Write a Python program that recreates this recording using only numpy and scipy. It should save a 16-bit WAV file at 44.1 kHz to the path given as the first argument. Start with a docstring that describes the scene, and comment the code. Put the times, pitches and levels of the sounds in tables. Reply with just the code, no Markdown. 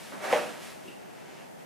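"""In a small, quiet room, someone hitches a quilted leather bag up on a shoulder.
The bag slides over a cotton shirt with a grainy rustle, then lands against the body with one
hollow thud: its leather slaps and the air inside rings. The shirt swishes, the strap sticks
and slips in a short creak, and an arm rubs lightly on the leather."""
import sys
import numpy as np
from scipy import signal
from scipy.fft import rfft, irfft
from scipy.io import wavfile

SR = 44100
rng = np.random.default_rng(int(sys.argv[2]) if len(sys.argv) > 2 else 0)


def generate_wav(sig):
    """Save sig (samples, or channels by samples) to the path in sys.argv[1] as 16-bit PCM at SR."""
    pcm = np.round(np.clip(np.atleast_2d(sig).T, -1, 1) * 32767).astype(np.int16)
    wavfile.write(sys.argv[1], SR, pcm)


N = 72765
T = np.arange(N) / SR

# The tone of each noise. Each row: frequency in Hz, relative level in dB.
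AIR_TONE = [(25, -11.5), (60, -2), (110, 2), (175, 8), (300, 5), (480, 4), (620, 3), (850, 1.5),
            (1150, -9.5), (1800, -8), (2700, -15.5), (4000, -20), (10000, -22.5), (15000, -28.5)]
REVERB_TONE = [(60, 1), (170, -0.5), (300, -0.5), (550, -6.5), (1100, 4.5), (2500, 4), (6000, 4),
               (15000, -20)]
ARM_TONE = [(100, -13), (400, 2.5), (800, -0.5), (1200, -4.5), (2700, -4.5), (3800, -14), (6500, -15.5),
            (14000, -34)]
SHIRT_TONE = [(150, 3.5), (600, 1), (1200, 0.5), (2500, 2), (4200, -3), (7000, -6), (10500, -7),
              (15000, -16.5)]
SLIDE_TONE = [(60, -56), (180, -6), (350, -8), (650, 1.5), (1000, -6), (1900, -7), (3000, -15.5),
              (4200, -20.5), (10000, -26), (15000, -36)]
# How alike left and right are. Each row: frequency in Hz, likeness (1 the same, -1 opposite).
WIDE_LIKENESS = [(40, -.4), (90, -0.9), (180, -0.74), (400, -0.83), (1000, -0.44), (3000, -0.063),
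                 (12000, 0.54)]
CLOSE_LIKENESS = [(140, -0.25), (280, 0.47), (550, 0.51), (1100, 0.67), (2300, 0.81), (5000, 0.74),
                  (9000, 0.81), (14000, 0.3)]
# How long the room rings on. Each row: frequency in Hz, seconds to fade by 60 dB.
REVERB_FADE = [(100, 0.8), (500, 0.58), (2000, 0.34), (12000, 1)]
# Echoes off hard surfaces close by. Each row: delay in seconds, level in dB.
NEAR_ECHOES = [(.0031, -18.5), (.0053, -16), (.0079, -18.5), (0.013, -12.5)]
# Where the bag is heard. Each row: frequency in Hz, left level minus right level in dB.
BAG_BALANCE = [(100, -0.5), (550, 0.8), (1100, -2.7), (2200, -2.5), (4500, -0.5), (12000, .8)]

# Strokes of the arm and the shirt. Each row: peak time, rise and fall in seconds, level in dB.
ARM_STROKES = [(.72, .1, 0.2, -57), (1.03, 0.039, .06, -55), (1.19, 0.081, 0.074, -53.5),
               (1.36, 0.1, 0.091, -50), (1.6, 0.024, 0.04, -56.5)]
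SHIRT_STROKES = [(.04, 0.28, .12, -47.5), (.35, 0.072, 0.21, -45.5), (.648, 0.034, 0.077, -46),
                 (.88, 0.11, 0.081, -55)]
# How loud the sliding bag is. Each row: time in seconds, level in dB.
SLIDE_LEVELS = [(0, -59), (.18, -46), (.21, -43), (.245, -32), (.295, -33.5), (.325, -28.5), (.38, -30.5),
                (.45, -39.5), (.55, -45.5), (.8, -59), (1.65, -89)]
# Soft bumps of the bag. Each row: start in seconds, low ring in dB, middle ring in dB.
BAG_NUDGES = [(0.1234, -50, -26), (0.1386, -42.5, -33.5), (0.424, -42, -50), (0.477, -43, -39)]
# Slips of the strap. Each row: start in seconds, groan in dB, squeak in dB.
STRAP_SLIPS = [(0.855, -45, -63), (0.879, -49, -44), (.884, -43.5, -40.5), (.888, -43, -42.5),
               (.902, -48, -60), (0.917, -62.5, -46)]
# The bag lands and rebounds. Each row: start in seconds, hollow ring in dB, leather slap in dB.
LANDING_HITS = [(.3273, -26.5, -21), (0.3312, -16.5, -28), (.3351, -14, -21.5), (.3510, -20.5, -31)]

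# The notes things ring with. Each row: pitch in Hz, relative level in dB, seconds to fade by 60 dB.
ROOM_NOTES = [(473, -28, 0.34), (526.4, -25.5, 0.25), (568, -28, 0.41), (596.3, -23.5, 0.26),
              (745, -30.5, 0.18), (852, -25, .22)]
NUDGE_LOW_NOTES = [(198, -9.5, 0.065), (269, 6, 0.028), (354, -1, .04)]
NUDGE_MID_NOTES = [(594, -13.5, 0.038), (880, -11.5, 0.0095), (1190, -12.5, 0.0092), (1520, -16, 0.018)]
GROAN_NOTES = [(207, -14, 0.071), (291, -2, 0.056), (358, -1.5, 0.16)]
SQUEAK_NOTES = [(2050, -30, 0.012), (2680, -7.5, 0.03), (2782, -2, 0.029)]
HOLLOW_NOTES = [(200, -27, 0.076), (492.5, -7, 0.11), (599, -1.5, 0.099), (700, -5, 0.012)]   # the air-filled bag
LEATHER_NOTES = [(1200, -14, 0.036), (1520, -8, 0.013), (1980, 0.5, 0.0073), (2500, 5, 0.0031),
                 (3300, -30, 0.004)]   # its stiff outside

REVERB_DB, REVERB_GAP_S, REVERB_BUILD_S = -38.5, 0.0019, 0.0026
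HOLLOW_DULL_HZ, LEATHER_DULL_HZ, NUDGE_DULL_HZ = 930, 3220, 1560   # padding dulls hits above these


def from_db(db):
    """Turns decibels into a number to multiply by."""
    return 10 ** (np.asarray(db) / 20)


def unit_level(x):
    """Scales a sound so its average power is 1."""
    return x / np.sqrt(np.mean(x ** 2) + 1e-20)


def at_hz(table, hz):
    """Reads between a table's rows, giving each octave equal room."""
    row_hz, value = np.transpose(table)
    return np.interp(np.log(np.maximum(hz, 1)), np.log(row_hz), value)


def stereo(mid, side, alike):
    """Mixes two unrelated sounds into a left and right of the given likeness."""
    alike = np.clip(alike, -.98, .98)
    return np.sqrt(1 + alike) * mid + np.sqrt(1 - alike) * side * np.array([[1], [-1]])


def shape_noise(pair, tone, likeness):
    """Gives two plain noises a tone and a stereo width."""
    hz = np.arange(N // 2 + 1) * SR / N
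    spectrum = stereo(*rfft(pair), at_hz(likeness, hz)) * from_db(at_hz(tone, hz))
    return unit_level(irfft(spectrum, N))


def friction(catches_per_s, spread_db):
    """Fibres catch at random times and strengths, blurred by an even hiss."""
    sizes = from_db(spread_db * np.minimum(rng.exponential(1, (2, N)), 5))
    signs = rng.choice([-1, 1], (2, N))
    caught = rng.random((2, N)) < catches_per_s / SR
    return unit_level(sizes * signs * caught) + rng.standard_normal((2, N))


def swells(strokes):
    """A loudness curve in which each stroke rises to its peak and fades."""
    power = 0
    for peak_s, rise_s, fall_s, db in strokes:
        width_s = np.where(T < peak_s, rise_s, fall_s)
        power += (from_db(db) * np.exp(-.5 * ((T - peak_s) / width_s) ** 2)) ** 2
    return np.sqrt(power)


def strike(starts, levels_db, notes):
    """Each click sets all the notes ringing and fading."""
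    clicks, ring = np.full(N, 1e-18), 0
    clicks[(np.asarray(starts) * SR).astype(int)] = from_db(levels_db)
    for hz, db, fade_s in notes:
        decay = from_db(-60 / (fade_s * SR))   # share left after one sample
        swing = decay * np.cos(2 * np.pi * hz / SR)
        ring += from_db(db) * signal.lfilter([1, -swing], [1, -2 * swing, decay * decay], clicks)
    return ring


def dull(x, hz):
    """Turns down the highs, as padding takes the edge off a hit."""
    return signal.sosfilt(signal.butter(3, hz, fs=SR, output="sos"), x)


def room_air(level_db=-45.5, left_lead_db=1.0):
    """The steady hush of the room, slightly louder on the left."""
    hush = shape_noise(rng.standard_normal((2, N)), AIR_TONE, WIDE_LIKENESS)
    return from_db(level_db + left_lead_db * np.array([[.5], [-.5]])) * hush


def reverb(x, likeness):
    """Many reflections blur into a tail; each band of pitch fades at its own speed."""
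    t, tail = T[:SR], 0
    edges_hz = np.geomspace(60, 16000, 13)
    noise = rng.standard_normal((2, 2, SR))
    for k, (low, high) in enumerate(zip(edges_hz, edges_hz[1:])):
        hz = np.sqrt(low * high)
        band = signal.butter(2, [low, high], "band", fs=SR, output="sos")
        mid, side = signal.sosfilt(band, noise[k % 2])
        fade = np.exp(-np.log(1000) * t / at_hz(REVERB_FADE, hz))
        tail += stereo(mid, side, at_hz(likeness, hz)) * from_db(at_hz(REVERB_TONE, hz)) * fade
    tail *= np.clip((t - REVERB_GAP_S) / REVERB_BUILD_S, 0, 1)
    return from_db(REVERB_DB) * signal.fftconvolve(x[None], tail, axes=1)[:, :N]


def add_echoes(pair):
    """Quick echoes off nearby surfaces change the tone but keep about the same loudness."""
    hz = np.arange(N // 2 + 1) * SR / N
    ripple = 1 + sum(from_db(db) * np.exp(-2j * np.pi * hz * delay_s) for delay_s, db in NEAR_ECHOES)
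    return irfft(rfft(pair) * ripple / np.sqrt(np.mean(np.abs(ripple) ** 2)), N)


def to_the_right(pair):
    """Puts the bag a little to the right, mostly in the middle pitches."""
    balance_db = at_hz(BAG_BALANCE, np.arange(N // 2 + 1) * SR / N)
    return irfft(rfft(pair) * from_db(np.array([[.5], [-.5]]) * balance_db), N)


def arm_rub():
    """Skin rubs on leather with a light, dull rustle."""
    grains = friction(catches_per_s=3200, spread_db=3.5)
    return swells(ARM_STROKES) * shape_noise(grains, ARM_TONE, CLOSE_LIKENESS)


def shirt_swish():
    """Moving cotton makes a fine, bright hiss."""
    grains = friction(catches_per_s=8000, spread_db=-0.5)
    return swells(SHIRT_STROKES) * shape_noise(grains, SHIRT_TONE, CLOSE_LIKENESS)


def strap_creak():
    """The strap sticks and slips; each slip rings a low groan and a high squeak."""
    starts, groan_db, squeak_db = np.transpose(STRAP_SLIPS)
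    groan = strike(starts, groan_db, GROAN_NOTES)
    squeak = strike(starts, squeak_db, SQUEAK_NOTES)
    creak = dull(groan + squeak, LEATHER_DULL_HZ)
    return creak + reverb(creak, CLOSE_LIKENESS)


def bag_nudges(reverb_boost_db=10):
    """Soft bumps before and after the landing, heard mostly through the room."""
    starts, low_db, mid_db = np.transpose(BAG_NUDGES)
    ring = strike(starts, low_db, NUDGE_LOW_NOTES) + strike(starts, mid_db, NUDGE_MID_NOTES)
    bumps = dull(ring, NUDGE_DULL_HZ)
    return bumps + from_db(reverb_boost_db) * reverb(bumps, WIDE_LIKENESS)


def bag_slide():
    """Leather drags over cotton with a grainy rustle as the bag is lifted."""
    level = from_db(np.interp(T, *np.transpose(SLIDE_LEVELS)))
    grains = friction(catches_per_s=5000, spread_db=2)
    return level * shape_noise(grains, SLIDE_TONE, CLOSE_LIKENESS)


def bag_thud(hollow_lag_s=0.00089):
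    """The leather slaps, the hollow bag answers just after, and the room is left ringing."""
    starts, hollow_db, slap_db = np.transpose(LANDING_HITS)
    slap = dull(strike(starts, slap_db, LEATHER_NOTES), LEATHER_DULL_HZ)
    hollow = dull(strike(starts + hollow_lag_s, hollow_db, HOLLOW_NOTES), HOLLOW_DULL_HZ)
    room_ring = dull(strike(starts[:1] + hollow_lag_s, [0], ROOM_NOTES), HOLLOW_DULL_HZ)
    thud = hollow - slap
    return thud + reverb(thud, CLOSE_LIKENESS) + room_ring


def scene():
    """Room air, bag and clothes together."""
    air = room_air()
    knocks = to_the_right(bag_thud()) + bag_nudges()
    creak = strap_creak()
    rustles = to_the_right(bag_slide()) + shirt_swish() + arm_rub()
    return air + add_echoes(rustles) + creak + knocks


def record(dry, low_cut_hz=110, high_cut_hz=15350):
    """The microphone thins the bass, and the very highest sounds are cut off."""
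    thin = signal.sosfilt(signal.butter(2, low_cut_hz, "high", fs=SR, output="sos"), dry)
    return signal.sosfilt(signal.ellip(10, .2, 80, high_cut_hz, fs=SR, output="sos"), thin)


dry = scene()
out = record(dry)
generate_wav(out)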